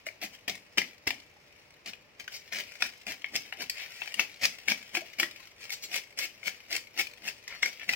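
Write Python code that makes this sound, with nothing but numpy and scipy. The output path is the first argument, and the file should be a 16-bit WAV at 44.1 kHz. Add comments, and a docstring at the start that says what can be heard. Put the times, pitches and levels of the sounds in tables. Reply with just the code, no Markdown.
"""Rasping runs of scales tear off a wet fish under a large knife, three or four strokes a second on a tiled floor.
Each stroke drives random tearing bursts and a soft body thud; stiff scales snap and ring, the belly bumps the tiles.
In between, wet skin ticks, trapped air pops as short rising tones, and glancing passes ring the steel's modes.
Two close ports hear it in a small hard room, over quiet air noise and a faint hum."""
import sys
import numpy as np
from scipy import signal
from scipy.fft import rfft, irfft
from scipy.io import wavfile
from scipy.ndimage import uniform_filter1d, map_coordinates

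SR = 44100
rng = np.random.default_rng(int(sys.argv[2]) if len(sys.argv) > 2 else 0)


def transcribe(signal):
    """Save signal, clipped to [-1, 1], as a 16-bit WAV file at the path in sys.argv[1]."""
    frames = np.atleast_2d(signal).T
    limited = np.clip(frames, -1, 1)
    pcm = np.round(limited * 32767).astype(np.int16)
    wavfile.write(sys.argv[1], SR, pcm)


N = 350595
TIME = np.arange(N) / SR  # seconds


def from_db(db):
    """Decibels to gain."""
    return 10 ** (np.asarray(db) / 20)


def rms_one(x):
    """Scale to rms 1."""
    return x / np.sqrt(np.mean(x ** 2) + 1e-20)


def at_hz(points, hz):
    """Read a table on a log-frequency axis."""
    known_hz, values = np.transpose(points)
    return np.interp(np.log(np.maximum(hz, 1)), np.log(known_hz), values)


def response(spectrum, size=2048):
    """Causal (minimum-phase) impulse response with the given spectrum."""
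    spectrum_db = at_hz(spectrum, np.fft.rfftfreq(size, 1 / SR))
    cepstrum = irfft(np.log(from_db(spectrum_db)))
    # fold the cepstrum onto positive times to make the response causal
    cepstrum[1:size // 2] *= 2
    cepstrum[size // 2 + 1:] = 0
    return irfft(np.exp(rfft(cepstrum)))


def convolve(x, impulse):
    """Filter x, keeping its length."""
    return signal.fftconvolve(x, impulse)[:len(x)]


def colour(x, spectrum):
    """Shape a white excitation; a unit-energy filter keeps its expected power."""
    impulse = response(spectrum)
    return convolve(x, impulse / np.linalg.norm(impulse))


def brighten(x, treble_db, corner_hz=3900):
    """Treble shelf: a sharper contact is a brighter one."""
    highpass = signal.butter(4, corner_hz, "high", fs=SR, output="sos")
    highs = signal.sosfiltfilt(highpass, x)
    return x + (from_db(treble_db) - 1) * highs


def ring(x, hz, t60):
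    """Damped resonance: a unit click sets a sine of starting height 1 ringing."""
    radius = from_db(-60 / (t60 * SR))
    angle = 2 * np.pi * hz / SR
    return signal.lfilter([0, np.sin(angle)], [1, -2 * radius * np.cos(angle), radius ** 2], x + 1e-18)


def add(out, s, hz, db, attack_s, decay_s, glide_per_s=0):
    """Mix in a short tone that swells and rings away; its pitch climbs by twice glide_per_s."""
    at = int(s * SR)
    t = np.arange(SR // 8) / SR
    envelope = np.exp(-t / decay_s) * (1 - np.exp(-t / attack_s))
    tone = envelope * np.sin(2 * np.pi * hz * t * (1 + glide_per_s * t))
    out[at:at + len(t)] += from_db(db) * tone[:N - at]


def swell(s, half_s):
    """A smooth rise and fall around a moment; height 1, down to 1/e at half_s either side."""
    return np.exp(-((TIME - s) / half_s) ** 2)


def crackle(per_s, spread_db, tear_s, friction):
    """Scales let go at random, each a tiny tearing burst of its own size, over smooth friction; rms 1."""
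    sizes = from_db(spread_db * np.minimum(rng.exponential(1, N), 4))
    energy = (rng.random(N) < per_s / SR) * sizes ** 2
    # tear_s is the decay time of the power
    tearing = signal.lfilter([1], [1, -np.exp(-1 / (tear_s * SR))], energy + 1e-18)
    loudness = np.sqrt(tearing / tearing.mean() + friction ** 2)
    return rms_one(loudness * rng.standard_normal(N))


def steadied(x, size):
    """The hand keeps the mean force even over size samples, whatever single scales do."""
    return x / np.sqrt(np.maximum(uniform_filter1d(x ** 2, size), 1e-9))


# Faint background tones: pitch_hz, level_db (rms)
HUM_TONES = [(414, -80), (490, -76.5), (587, -75.5)]


def hum(t60=1.0):
    """Noise keeps narrow resonances sounding, so faint tones waver in the background."""
    out = np.zeros(N)
    for hz, level_db in HUM_TONES:
        out += from_db(level_db) * rms_one(ring(rng.standard_normal(N), hz, t60))
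    return out


# Relative noise spectrum of the air: frequency_hz, density_db (per Hz)
AIR_SPECTRUM = [(20, -10), (50, 0), (100, 4.5), (240, -1.5), (500, 0.5), (800, -3), (1500, -7.5),
                (2500, -1.5), (3300, -12), (5300, -13), (8000, -28), (15000, -30)]


def ambience(level_db=-60, apart_hz=600):
    """Quiet household air, mostly alike at both ports in the bass, more unrelated in the treble."""
    mid, side = (colour(rng.standard_normal(N), AIR_SPECTRUM) for part in range(2))
    highs = signal.sosfilt(signal.butter(1, apart_hz, "high", fs=SR, output="sos"), side)
    side = highs + .3 * (side - highs)
    return from_db(level_db) * np.array([mid + side, mid - side]) / np.sqrt(2)


def scatter(x, t60=0.027, size=4096):
    """Quick echoes off nearby surfaces; hand and knife keep moving, so the pattern keeps changing."""
    t = np.arange(size) / SR
    window = np.sqrt(signal.get_window("hann", size))
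    padded = np.pad(x, (size, size))
    out = np.zeros(len(padded) + size)
    # half-overlapping blocks, each with its own random echo pattern
    for at in range(0, N + size, size // 2):
        echoes = rng.standard_normal(size) * from_db(-60 * t / t60) * (t > .001)
        echoes /= np.linalg.norm(echoes)
        out[at:at + 2 * size - 1] += signal.fftconvolve(padded[at:at + size] * window, echoes)
    return out[size:size + N]


# How long the room takes to die away by 60 dB: frequency_hz, t60_s
ROOM_DECAY = [(150, 0.36), (700, 0.28), (2000, 0.18), (5000, 0.24), (13000, 0.23)]


def reflections(x, early_db=-2, late_db=-6.0):
    """One port's echoes: the quick scatter, then the room dying band by band."""
    t = np.arange(SR // 2) / SR
    edges = np.geomspace(60, 18000, 10)  # Hz
    late = np.zeros(len(t))
    for low, high in zip(edges, edges[1:]):
        bandpass = signal.butter(2, [low, high], "band", fs=SR, output="sos")
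        band = signal.sosfilt(bandpass, rng.standard_normal(len(t)))
        late += band * from_db(-60 * t / at_hz(ROOM_DECAY, np.sqrt(low * high)))
    late /= np.linalg.norm(late)
    return from_db(early_db) * scatter(x) + from_db(late_db) * convolve(x, late)


# Tone of the right port against the left: frequency_hz, gain_db
RIGHT_PORT_TONE = [(200, 0), (700, -.5), (1300, -1.5), (1900, -5.5), (2400, -11.5), (3100, -11),
                   (4000, -2.5), (5100, 1.5), (6500, -1.5), (10000, -4.5), (15000, -4.5)]
MEAN_LEFT_LAG_S = .00009


def ports(x, shared_hz=480):
    """Two close ports: the left hears the direct sound later, and only the bass echoes are alike in both."""
    echoes = np.array([reflections(x) for port in range(2)])
    bass = signal.sosfiltfilt(signal.butter(2, shared_hz, fs=SR, output="sos"), echoes)
    # the point of contact drifts along the fish, and the lag with it
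    place = rms_one(signal.resample(rng.standard_normal(64), N))
    lag = MEAN_LEFT_LAG_S * (1 + .3 * place)
    left = map_coordinates(x, [(TIME - lag) * SR], order=3) + echoes[0]
    right = x + echoes[1] - bass[1] + bass[0]
    return np.array([left, convolve(right, response(RIGHT_PORT_TONE))])


# Wet pops of air trapped under the fish: start_s, pitch_hz (at the start), level_db (before the envelope)
AIR_POPS = [(.068, 616, -38.5), (.226, 681, -36.5), (1.108, 645, -44), (1.365, 815, -53), (3.526, 746, -45),
            (4.97, 700, -37), (5.018, 628, -41), (5.4, 1010, -52)]


def pops(attack_s=.0002, decay_s=0.011, glide_per_s=2.3):
    """Each air pocket rings briefly, rising in pitch as it opens."""
    out = np.zeros(N)
    for s, hz, level_db in AIR_POPS:
        add(out, s, hz, level_db, attack_s, decay_s, glide_per_s)
    return out


# Resting contact of blade and fingers with the wet skin: time_s, level_db (before TOUCH_DB)
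SKIN_TOUCH = [(0, -66.5), (0.9, -76.5), (1.62, -65), (2.1, -75), (2.27, -63.5), (2.75, -55), (3.05, -62),
              (3.5, -59), (3.75, -59.5), (4.05, -48), (4.3, -59), (5.45, -56.5), (5.56, -69), (5.62, -49),
              (5.95, -67.5), (6.55, -64), (7.4, -66), (7.6, -54.5)]
TOUCH_DB = 5
# return slide: delay after the stroke's hold, half length, level against the stroke
RETURN_AFTER_S, RETURN_HALF_S, RETURN_DB = 0.069, 0.092, -23
# lift: lead before the build-up, half length, dip in level
LIFT_BEFORE_S, LIFT_HALF_S, LIFT_DEPTH_DB = 0.018, 0.0066, 6


def skin_contact():
    """Resting touch plus a return slide after every stroke; both ease off as the blade lifts for the next."""
    contact = from_db(np.interp(TIME, *np.transpose(SKIN_TOUCH)) + TOUCH_DB)
    lift = np.zeros(N)
    for bite, length_s, build_s, level_db in SCALING_STROKES:
        slide = swell(bite + length_s + RETURN_AFTER_S, RETURN_HALF_S)
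        contact += from_db(level_db + RETURN_DB) * slide
        lift += swell(bite - build_s - LIFT_BEFORE_S, LIFT_HALF_S)
    return contact * from_db(-LIFT_DEPTH_DB * lift)


def wet_skin():
    """Sparse sticky ticks as blade and fingers slide lightly over the fish."""
    sticking = crackle(per_s=78, spread_db=4.0, tear_s=0.0011, friction=0.73)
    ticks = steadied(colour(sticking, RASP_SPECTRUM), size=2800)
    return brighten(ticks, treble_db=-1.0) * skin_contact()


# Belly bumps on the tiles: start_s, pitch_hz, level_db (before the envelope)
BELLY_THUMPS = [(.24, 210, -38), (.498, 202, -35), (3.09, 283, -36), (3.336, 300, -39), (3.612, 248, -41.5),
                (4.434, 223, -35.5), (4.713, 225, -33.5), (4.972, 345, -31.5), (5.226, 335, -30.5)]


def thumps(attack_s=0.0041, decay_s=0.0081):
    """The soft body lands without a click and is damped within a few cycles."""
    out = np.zeros(N)
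    for s, hz, level_db in BELLY_THUMPS:
        add(out, s, hz, level_db, attack_s, decay_s)
    return out


# The edge glances along the scales without biting and the steel sings:
# centre_s, half_length_s, scrape_db (before the treble shelf), treble_db, ring_drive_db, part of the blade
BLADE_GLANCES = [(2.348, 0.034, -44.5, 4.5, -37, "tip"), (3.807, 0.056, -38, -5, -60, "middle"),
                 (5.729, .014, -38.5, 8, -32, "middle"), (5.84, 0.016, -43.5, 9.5, -33, "middle"),
                 (7.524, 0.046, -43.5, -12, -32, "heel"), (7.626, 0.0037, -37, -1, -22, "middle"),
                 (7.82, 0.015, -39, -20.5, -33, "heel")]
# Blade modes and how strongly each part excites them: pitch_hz, tip_db, middle_db, heel_db
BLADE_MODES = [(2070, -12, -14, 0), (3472, -16, -3, -22), (3860, -12, -2, -17), (4398, -16, -2, -14),
               (4845, 0, -16, -24), (5604, 1, 1, -15), (6830, -12, -5, -24), (7570, -11, -7, -26)]


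def blade():
    """A glancing pass scrapes lightly and rings the steel: the contact picks the modes, the grip damps them."""
    parts = ["tip", "middle", "heel"]
    scales = torn_scales()
    scrape, steel = np.zeros((2, N))
    rubs = np.zeros((len(parts), N))
    for s, half_s, scrape_db, treble_db, ring_db, part in BLADE_GLANCES:
        touch = swell(s, half_s) + 1e-9
        scrape += from_db(scrape_db) * brighten(scales * touch, treble_db)
        rubs[parts.index(part)] += from_db(ring_db) * touch
    rubs *= steadied(crackle(per_s=300, spread_db=5.0, tear_s=0.00041, friction=0.3), size=900)
    for hz, *part_db in BLADE_MODES:
        # the grip damps the lowest bending mode most
        t60 = .075 * min(hz / 4500, 1) ** 2
        steel += ring(from_db(part_db) @ rubs, hz, t60) / np.sqrt(t60 * SR)
    return scrape + steel


# Stiff scales and fin spines snapping off the edge:
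# start_s, crack_db (before the treble shelf), treble_db, ring_db (before the envelope), ring_hz
SCALE_SNAPS = [(.067, -28, 1.5, -24, 2090), (.087, -33.5, -2, -25.5, 2230), (.554, -33.5, 6, -36, 2260),
               (.783, -14.5, 2, -7.5, 2370), (.817, -24, -0.5, -17, 2080), (1.074, -23, 6, -21, 2200),
               (1.106, -16, -3.5, -15, 2420), (1.934, -31, -6, -37, 2500), (2.279, -27.5, -2, -28.5, 1530),
               (2.533, -35, 10, -23, 1850), (2.823, -14, 0, -12.5, 2410), (3.244, -23.5, -14, -14, 2194),
               (3.362, -28, 16.5, -16, 2700), (3.525, -22, -11, -31, 1970), (3.698, -25, 14.5, -19, 2340),
               (4.019, -21, -22, -19.5, 2680), (4.076, -27, -4.5, -27, 2380), (4.142, -28, 8.5, -24, 2880),
               (4.195, -9.5, -7.5, -14, 2610), (4.44, -22, 6, -12.5, 2500), (4.454, -14.5, 4.5, -13, 2330),
               (4.683, -17, -12, -10, 2240), (4.719, -20, -1, -13, 2290), (4.951, -19.5, -3, -11.5, 2530),
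               (4.97, -20, -6, -18.5, 2250), (5.199, -14, 3, -11, 2360), (5.231, -19, -1, -12, 1925),
               (5.704, -32.5, 7, -24.5, 2170), (6.189, -29, 15.5, -28, 3000), (6.431, -37.5, -4, -29, 2150),
               (6.764, -27, 11, -37, 2130), (7.07, -35.5, 7.5, -24.5, 2440), (7.479, -32, 6, -25, 2060),
               (7.631, -17.5, -4, -4.5, 2110), (7.659, -23, 4.5, -17, 2210), (7.892, -12, -6.5, -9, 2060),
               (7.935, -21, 0, -17, 2460)]
# Relative spectrum of a crack: frequency_hz, density_db (per Hz)
SNAP_SPECTRUM = [(150, -38), (400, -25.5), (750, -13.5), (1350, -15.5), (1800, -0.5), (2900, -1),
                 (3900, -12), (5200, -9.5), (7500, -18.5), (10000, -24.5), (14500, -21.5)]


def snaps(rise_s=.0005, decay_s=0.0011, ring_decay_s=0.0028, size=2048):
    """A stiff scale bends, cracks off within a couple of milliseconds and rings at its own pitch."""
    out = np.zeros(N)
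    lead = size // 8  # samples before the crack's peak
    t = (np.arange(size) - lead) / SR
    shape = np.exp(np.minimum(t / rise_s, -t / decay_s))
    for s, crack_db, treble_db, ring_db, hz in SCALE_SNAPS:
        crack = colour(shape * rng.standard_normal(size), SNAP_SPECTRUM)
        # every crack has the energy of its envelope before level and treble
        crack *= np.linalg.norm(shape) / np.linalg.norm(crack)
        at = int(s * SR) - lead
        out[at:at + size] += from_db(crack_db) * brighten(crack, treble_db)[:N - at]
        add(out, s - rise_s, hz, ring_db, rise_s, ring_decay_s)
    return out


# Relative spectrum of tearing scales, also of the skin ticks: frequency_hz, density_db (per Hz)
RASP_SPECTRUM = [(150, -37.5), (450, -22), (700, -18), (1100, -24), (1450, -16), (1850, -6), (2250, 0.5),
                 (2900, -4.5), (3900, -12), (5200, -10.5), (7500, -19.5), (10000, -25.5), (14500, -20.5)]


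def torn_scales():
    """The edge ripping through rows of scales at an even force; rms about 1."""
    tearing = crackle(per_s=710, spread_db=4.5, tear_s=0.00082, friction=0.64)
    return steadied(colour(tearing, RASP_SPECTRUM), size=900)


def pressure(bite, release, build_s, fall_s):
    """Force of one stroke: builds, holds, falls; tenfold per build or fall time."""
    before = np.maximum(bite - TIME, 0) / build_s
    after = np.maximum(TIME - release, 0) / fall_s
    return from_db(-20 * np.minimum(before + after, 10))


# Scaling strokes: bite_s, full_force_s (hold length), build_s, force_db (before the rasp and thud levels)
SCALING_STROKES = [(0.063, 0.015, 0.0095, -54), (0.221, 0.028, 0.011, -42), (0.339, 0.0086, 0.025, -54.5),
                   (0.479, 0.017, .0022, -37.5), (.54, 0.014, .008, -55.5), (0.775, 0.0053, 0.0019, -28.5),
                   (1.07, 0.0057, 0.0022, -32.5), (1.86, 0.032, .003, -46.5),
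                   (2.198, 0.0094, 0.0066, -48.5), (2.524, 0.084, 0.0072, -42.5),
                   (2.808, 0.057, 0.0092, -44.5), (3.067, 0.058, 0.0023, -44),
                   (3.355, 0.0027, 0.025, -36.5), (3.603, 0.028, 0.023, -43), (4.193, 0.018, 0.017, -36),
                   (4.428, 0.027, 0.021, -34.5), (4.684, 0.034, 0.013, -35), (4.949, 0.02, 0.018, -39.5),
                   (5.187, 0.049, 0.0028, -40.5), (5.941, 0.035, 0.043, -37.5),
                   (6.179, 0.075, 0.0081, -41.5), (6.477, 0.0029, 0.037, -35), (6.721, 0.043, .029, -38.5),
                   (6.994, 0.013, 0.028, -32), (7.284, 0.0039, 0.056, -38.5), (7.627, 0.056, 0.0061, -45),
                   (7.888, 0.047, 0.011, -43)]
# How the fish answers as it is turned and the knife moves along it:
# time_s, thud_db (on top of THUD_DB), top_treble_db (of the rasp)
FISH_ANSWER = [(.2, -8, 1.5), (1.0, -1.5, -4.5), (2.6, -12, -1), (3.5, -3.5, -0.5), (4.5, -13.5, -1.5),
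               (5.1, -7.5, 1.5), (6.0, -17.5, 0.5), (7.1, -12.5, 0.5), (7.9, -8, -2)]
# Relative spectrum of the body shoved on the tiles: frequency_hz, density_db (per Hz)
THUD_SPECTRUM = [(30, -40), (80, -13.5), (160, -16.5), (205, -0.5), (245, -5.5), (340, -2.5), (410, -13.5),
                 (680, -3.5), (1000, -17), (1600, -23), (4000, -76)]
RASP_DB, RASP_FALL_S, TOP_TREBLE_HZ = 7, 0.026, 7350
THUD_DB, THUD_FALL_S, THUD_BUILD_RATIO = -2, 0.019, 1.7


def strokes():
    """One force tears the scales and shoves the soft body, which starts to slide a little earlier."""
    force, shove = np.zeros((2, N))
    for bite, length_s, build_s, level_db in SCALING_STROKES:
        release = bite + length_s
        force += from_db(level_db) * pressure(bite, release, build_s, RASP_FALL_S)
        shove += from_db(level_db) * pressure(bite, release, THUD_BUILD_RATIO * build_s, THUD_FALL_S)
    s, *columns = np.transpose(FISH_ANSWER)
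    thud_db, top_db = (np.interp(TIME, s, column) for column in columns)
    rasp = brighten(torn_scales() * force, top_db, TOP_TREBLE_HZ)
    thud = steadied(colour(rng.standard_normal(N), THUD_SPECTRUM), size=700) * shove
    return from_db(RASP_DB) * rasp + from_db(THUD_DB + thud_db) * thud


def scene():
    """All contact sounds reach the two ports through one room; air and hum lie underneath."""
    work = pops() + wet_skin() + thumps() + blade() + snaps() + strokes()
    return ports(work) + ambience() + hum()


def record(dry):
    """The top is cut steeply above 15.9 kHz."""
    return signal.sosfilt(signal.ellip(10, .3, 70, 15900, fs=SR, output="sos"), dry)


dry = scene()
out = record(dry)
transcribe(out)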